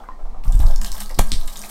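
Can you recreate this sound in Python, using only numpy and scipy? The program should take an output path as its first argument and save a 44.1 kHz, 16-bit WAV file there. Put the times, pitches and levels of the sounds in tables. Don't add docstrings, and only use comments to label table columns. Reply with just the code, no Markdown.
import sys
import numpy as np
from scipy import signal
from scipy.fft import rfft, irfft
from scipy.io import wavfile
from scipy.ndimage import uniform_filter1d

SR = 44100
rng = np.random.default_rng(int(sys.argv[2]) if len(sys.argv) > 2 else 0)


def dump_mix(stems):
    frames = np.atleast_2d(stems).T
    limited = np.clip(frames, -1, 1)
    pcm = np.round(limited * 32767).astype(np.int16)
    wavfile.write(sys.argv[1], SR, pcm)


N = 74970
T = np.arange(N) / SR

# [f/Hz, level/dB]
PIPE_COLOUR = [(60, 4), (130, -13), (230, 3.5), (370, -3.5), (650, -2), (1000, 0), (1250, -9),
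               (1550, -18.5), (2200, -17), (2900, -24.5), (4200, -22.5), (8500, -29.5), (11000, -42),
               (16000, -45)]
PIPE_DB, PIPE_WAVER_DB = -48, 1
# [t/s, level/dB, centre f/Hz]
GULPS = [(.002, -35, 750), (0.191, -37.5, 754), (.25, -36, 740), (0.345, -34.5, 740), (0.454, -35, 1010),
         (.495, -37, 715), (0.601, -31.5, 750), (0.632, -29, 835), (0.676, -32.5, 660), (0.699, -30.5, 650),
         (0.944, -32, 970), (1.105, -30.5, 680)]
GULP_Q, GULP_DECAY_S = 2.8, 0.0067

# [t/s, level/dB]
SWAY_LEVEL = [(0, -36), (.15, -26.5), (.24, -20.5), (.40, -24), (.62, -4), (.86, -14.5), (.97, -18),
              (1.10, -29), (1.25, -11.5), (1.45, -19.5), (1.55, -29.5), (1.7, -36)]
# [f/Hz, level/dB]
SWAY_COLOUR = [(5, -5.5), (14, -1.5), (22, -4), (35, -16), (55, -33), (90, -45), (200, -59.5), (600, -79.5)]
# [t/s, rocking level/dB, rocking f/Hz, rub level/dB]
THUMPS = [(.455, -18, 38.7, -25.5), (.478, 1, 26.1, -40), (.527, -17, 15, -28), (0.548, 0.5, 33.8, -22),
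          (0.596, -5.5, 41.8, -19.5), (0.637, -2.5, 25.9, -22.5), (0.674, -7.5, 16.8, -30),
          (1.186, 2.5, 19.8, -13), (1.319, -6.5, 15.2, -20.5)]
THUMP_RISE_S, THUMP_DECAY_S, RUB_DECAY_S = 0.005, 0.06, 0.021
# [f/Hz, level/dB]
RUB_COLOUR = [(20, -22.5), (65, 1), (100, -7), (200, -12.5), (300, -21.5), (600, -43.5), (2000, -84)]
RUMBLE_CEILING = 0.8

# [t/s, level/dB]
FLOW_LEVEL = [(0, -64.5), (.42, -82), (.44, -47.5), (.51, -50), (.55, -43), (.67, -38.5), (.80, -49),
              (.83, -31.5), (.90, -43), (1.0, -36), (1.09, -50), (1.18, -46), (1.30, -42), (1.45, -43.5),
              (1.485, -45.5), (1.535, -38), (1.62, -42), (1.65, -38)]
# [f/Hz, level/dB]
SPATTER_COLOUR = [(150, -63), (400, -48), (700, 2), (1200, 5.5), (1450, -5), (1750, 1.5), (2600, -7.5),
                  (3200, -3.5), (5300, -0.5), (6800, -2.5), (8600, 2), (10500, -3), (12800, 1.5),
                  (16000, -6.5)]
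DROPS_PER_S, DROP_SPREAD_DB, SPRAY_DB = 2600, 1.5, -7.5
SURGE_DB, SPATTER_DB = 4, -0.5
PINGS_PER_S, PING_LOW_HZ, PING_HIGH_HZ = 480, 1483, 14300
PING_CYCLES, PING_RISE, PING_SPREAD_DB, PING_DB = 4.9, 0.14, 5.5, -1
# [f/Hz, level/dB, t60/s]
TUB_MODES = [(161.8, -4.5, 0.34), (204, -4.5, 0.2), (626, -9.5, 0.6), (680, 2.5, 0.16), (815, -7, 0.27),
             (848, -7, 0.11), (961, -6, 0.39), (1020, -12.5, 0.16), (1115, 1.5, 0.2), (1213, 0.5, 0.24),
             (1281, -0.5, 0.23), (1596, 2, 0.17)]
TUB_DB = -49
TUB_SPLASH_SHARE = 0.63
# [t/s, level/dB]
HUM_LEVEL = [(0, -74), (.32, -69), (.38, -52), (.62, -40.5), (.76, -55), (.84, -40), (.92, -54.5),
             (1.03, -40), (1.11, -64), (1.28, -43.5), (1.42, -54.5), (1.53, -57), (1.60, -47.5),
             (1.68, -54.5)]
HUM_HZ, HUM_WANDER_HZ = 205.6, 7.6

# [t/s, level/dB, f/Hz, t60/s]
CLINKS = [(.038, -35.5, 1200, 0.045), (0.041, -48, 1520, 0.15), (0.052, -46.5, 2050, .07),
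          (0.088, -29.5, 1036, .12), (.112, -50, 1850, 0.089)]
CLINK_ROUGH_DB, CLINK_ROOM_DB = 4, -5

# [t/s, level/dB, centre f/Hz, decay/s]
SPLATS = [(.4373, -35, 2540, 0.004), (.5221, -25, 7400, 0.0016), (0.527, -33.5, 3540, 0.0044),
          (.5535, -27.5, 8500, 0.0017), (.592, -26, 7400, 0.0014), (.599, -31.5, 2900, 0.0053),
          (0.61, -39, 3600, 0.0022), (0.627, -32.5, 1800, 0.0032), (0.631, -41, 12100, 0.00071),
          (0.6594, -32.5, 6750, .003), (.666, -28, 4130, 0.003), (.71, -23.5, 4300, 0.00091),
          (.7595, -20.5, 5160, 0.0019), (.8139, -23, 6850, 0.0041), (.815, -25.5, 2220, 0.0036),
          (0.8462, -12, 4830, .0012), (.862, -26, 7050, 0.0034), (.9178, -12, 5800, 0.00089),
          (.9258, -13.5, 5430, 0.0009), (.9525, -16, 12200, 0.00081), (.9795, -32, 1890, 0.0033),
          (1.0033, -14.5, 8800, 0.00084), (1.004, -23.5, 3300, 0.0024), (1.0335, -23.5, 8500, .0007),
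          (1.0595, -20, 4260, 0.00086), (1.094, -18.5, 8500, 0.00085), (1.097, -34.5, 2140, 0.0092),
          (1.11, -30.5, 5370, 0.0028), (1.1437, -34.5, 4660, 0.009), (1.4742, -28.5, 7900, 0.006),
          (1.477, -28.5, 3060, 0.0084), (1.5567, -26.5, 3700, 0.0028), (1.5922, -18, 8600, 0.00073),
          (1.6161, -20.5, 5460, .0015), (1.6236, -19.5, 7400, 0.00096)]
SPLAT_Q, SPLAT_RISE_S, SPLAT_DB = 2.9, 0.00043, -4.5
SPLAT_BREADTH_DB = -8.5

# [t/s, level/dB]
JOLTS = [(1.178, -27.5), (1.1904, -12), (1.319, -24)]
# [f/Hz, level/dB, t60/s]
JOLT_MODES = [(83, -1, 0.09), (159, -4, 0.13), (240, -2, 0.038)]

# [t/s, crack level/dB, thud level/dB]
KNOCK_CONTACTS = [(1.188, -20, -35), (1.1907, -10, -14), (1.1935, -22, 11)]
# [f/Hz, level/dB]
CRACK_COLOUR = [(300, -1), (1500, 0), (3000, 0.5), (5000, -1), (7300, 1), (10500, -5), (12200, -4.5),
                (16000, -17)]
# [f/Hz, level/dB]
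THUD_COLOUR = [(60, 9), (160, 4.5), (300, -5), (500, 0), (700, 2), (920, 3), (1150, -1), (1500, -31.5),
               (4000, -26)]
CRACK_DECAY_S, THUD_DECAY_S, THUD_RATTLE_DB = 0.0033, 0.0042, -28
KNOCK_RING_DB, KNOCK_ROOM_DB = -3, -6.5

# [f/Hz, level/dB]
CLICK_COLOUR = [(300, -28), (1500, -14), (2200, -3.5), (2700, -7.5), (3500, 3), (5200, 2.5), (6600, -7.5),
                (8500, 0), (10500, -18.5), (16000, -32)]
CLICK_START_S, CLICK_DB, CLICK_ROOM_DB = 1.3187, 3.3, -0.5
CLICK_RASP_DECAY_S, CLICK_RASP_DB = 0.00099, -33.5

# [delay t/s, level/dB]
ECHOES = [(.0055, -30), (0.013, -13), (0.0195, -8)]
ROOM_T60_S, ROOM_TREBLE_T60_S, ROOM_ONSET_S = 0.22, 0.26, 0.0021
WATER_ROOM_DB = -3.5
TOP_HZ = 15800


def amp(db):
    return 10 ** (np.asarray(db) / 20)


def unit(x):
    return x / np.sqrt(np.mean(x ** 2))


def curve(points):
    return amp(np.interp(T, *np.array(points).T))


def through(x, response):
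    return signal.fftconvolve(x, response)[:N]


def normed(response):
    return response / np.sqrt(np.sum(response ** 2))


def colour(x, points):
    hz, db = np.array(points).T
    f = np.maximum(np.fft.rfftfreq(N, 1 / SR), 1)
    gain = amp(np.interp(np.log(f), np.log(hz), db))
    cepstrum = irfft(np.log(gain), N)
    cepstrum[1:N // 2] *= 2
    cepstrum[N // 2 + 1:] = 0
    response = irfft(np.exp(rfft(cepstrum)), N)
    return through(x, normed(response))


def resonate(x, hz, q):
    hz = min(hz, SR / 3)
    b, a = signal.iirpeak(hz, max(q, 1), fs=SR)
    return signal.lfilter(b, a, x) * np.sqrt(SR * q / (np.pi * hz))


def fade(start, decay):
    return (T >= start) * np.exp(-np.maximum(T - start, 0) / decay)


def tick(start):
    return 1. * (np.arange(N) == int(start * SR))


def burst(start, decay):
    return fade(start, decay) * rng.choice([-1, 1], N)


def ring(start, hz, t60):
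    return fade(start, t60 / np.log(1000)) * np.sin(2 * np.pi * hz * (T - start))


def walk(rate):
    width = int(SR / rate)
    smooth = uniform_filter1d(rng.standard_normal(N), width, mode="wrap")
    return unit(uniform_filter1d(smooth, width, mode="wrap"))


def bathroom(x, wet_db):
    noise = rng.standard_normal(N)
    low = signal.sosfilt(signal.butter(1, 3000, fs=SR, output="sos"), noise)
    low_tail = low * fade(0, ROOM_T60_S / np.log(1000))
    treble_tail = (noise - low) * fade(0, ROOM_TREBLE_T60_S / np.log(1000))
    tail = (low_tail + treble_tail) * (1 - fade(0, ROOM_ONSET_S))
    echoes = sum(amp(db) * tick(delay) for delay, db in ECHOES)
    return x + amp(wet_db) * through(x, normed(normed(tail) + echoes))


def tub(x):
    modes = sum(amp(db) * ring(0, hz, t60) for hz, db, t60 in TUB_MODES)
    return through(x, normed(modes))


def spout():
    rush = rng.standard_normal(N) * amp(PIPE_WAVER_DB * walk(60))
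    murmur = amp(PIPE_DB) * colour(rush, PIPE_COLOUR)
    gulps = sum(amp(db) * resonate(burst(start, GULP_DECAY_S), hz, GULP_Q) for start, db, hz in GULPS)
    gulps = signal.sosfilt(signal.butter(6, 1300, fs=SR, output="sos"), gulps)
    return murmur + bathroom(gulps, wet_db=-0.5)


def handling():
    sway = unit(colour(rng.standard_normal(N), SWAY_COLOUR)) * curve(SWAY_LEVEL)
    rock = 0
    for start, db, hz, _ in THUMPS:
        swing = ring(start, hz, THUMP_DECAY_S * np.log(1000))
        rock = rock + amp(db) * swing * (1 - fade(start, THUMP_RISE_S))
    rubs = sum(amp(rub_db) * burst(start, RUB_DECAY_S) for start, _, _, rub_db in THUMPS)
    rumble = sway - rock + colour(rubs, RUB_COLOUR)
    return RUMBLE_CEILING * np.tanh(rumble / RUMBLE_CEILING)


def pings():
    out = np.zeros(N)
    for when, pitch, size in rng.random((int(PINGS_PER_S * N / SR), 3)):
        start = int(when * N)
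        hz = PING_LOW_HZ * (PING_HIGH_HZ / PING_LOW_HZ) ** np.sqrt(pitch)
        cycles = T[:min(N - start, SR // 50)] * hz
        decay = np.exp(-cycles / PING_CYCLES)
        gain = amp(PING_SPREAD_DB * min(-np.log(1 - size), 3.5))
        tone = np.sin(2 * np.pi * cycles * (1 + PING_RISE * (1 - decay)))
        out[start:start + len(cycles)] += gain * decay * tone
    return unit(out)


def stream():
    falls = rng.random(N) < DROPS_PER_S / SR
    size = amp(DROP_SPREAD_DB * np.minimum(rng.exponential(size=N), 4))
    droplets = unit(falls * size * rng.choice([-1, 1], N))
    drops = droplets + amp(SPRAY_DB) * rng.standard_normal(N)
    surge = amp(SURGE_DB * walk(66))
    flow = curve(FLOW_LEVEL)
    drumming = amp(TUB_DB) * tub(unit(drops) * unit(flow) ** TUB_SPLASH_SHARE)
    water = unit((drops + amp(PING_DB) * pings()) * surge)
    spatter = bathroom(colour(water * flow, SPATTER_COLOUR), WATER_ROOM_DB)
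    return drumming + spatter * amp(SPATTER_DB) / np.sqrt(2)


def hum():
    hz = HUM_HZ + HUM_WANDER_HZ * walk(56.7)
    tone = np.sin(2 * np.pi * np.cumsum(hz) / SR)
    return curve(HUM_LEVEL) * unit(tone * amp(2.44 * walk(17)))


def handle():
    clinks = 0
    for start, db, hz, t60 in CLINKS:
        rattle = unit(amp(CLINK_ROUGH_DB * walk(300)))
        clinks = clinks + amp(db) * ring(start, hz, t60) * rattle
    return bathroom(clinks, CLINK_ROOM_DB)


def splats():
    out = 0
    for start, db, hz, decay in SPLATS:
        slap = burst(start, decay) * (1 - fade(start, SPLAT_RISE_S))
        out = out + amp(db) * (resonate(slap, hz, SPLAT_Q) + amp(SPLAT_BREADTH_DB) * slap)
    return amp(SPLAT_DB) * bathroom(colour(out, SPATTER_COLOUR), WATER_ROOM_DB)


def jolts():
    out = 0
    for start, db in JOLTS:
        for hz, mode_db, t60 in JOLT_MODES:
            out = out + amp(db + mode_db) * ring(start, hz, t60)
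    return out


def knock():
    cracks = sum(amp(db) * burst(start, CRACK_DECAY_S) for start, db, _ in KNOCK_CONTACTS)
    blows = 0
    for start, _, db in KNOCK_CONTACTS:
        rattle = amp(THUD_RATTLE_DB) * burst(start, THUD_DECAY_S)
        blows = blows + amp(db) * (tick(start) + rattle)
    thud = bathroom(colour(blows, THUD_COLOUR), wet_db=-11)
    crack = bathroom(colour(cracks, CRACK_COLOUR), KNOCK_ROOM_DB)
    shell = amp(KNOCK_RING_DB) * tub(tick(KNOCK_CONTACTS[-1][0]))
    return crack + thud + shell


def click():
    rasp = amp(CLICK_RASP_DB) * burst(CLICK_START_S, CLICK_RASP_DECAY_S)
    snap = amp(CLICK_DB) * (tick(CLICK_START_S) + rasp)
    return bathroom(colour(snap, CLICK_COLOUR), CLICK_ROOM_DB)


def scene():
    water = stream() + hum() + splats() + spout()
    hits = handle() + knock() + click() + jolts()
    return (water + hits + handling())[None]


def record(dry):
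    return signal.sosfilt(signal.ellip(10, .2, 80, TOP_HZ, fs=SR, output="sos"), dry)


dry = scene()
out = record(dry)
dump_mix(out)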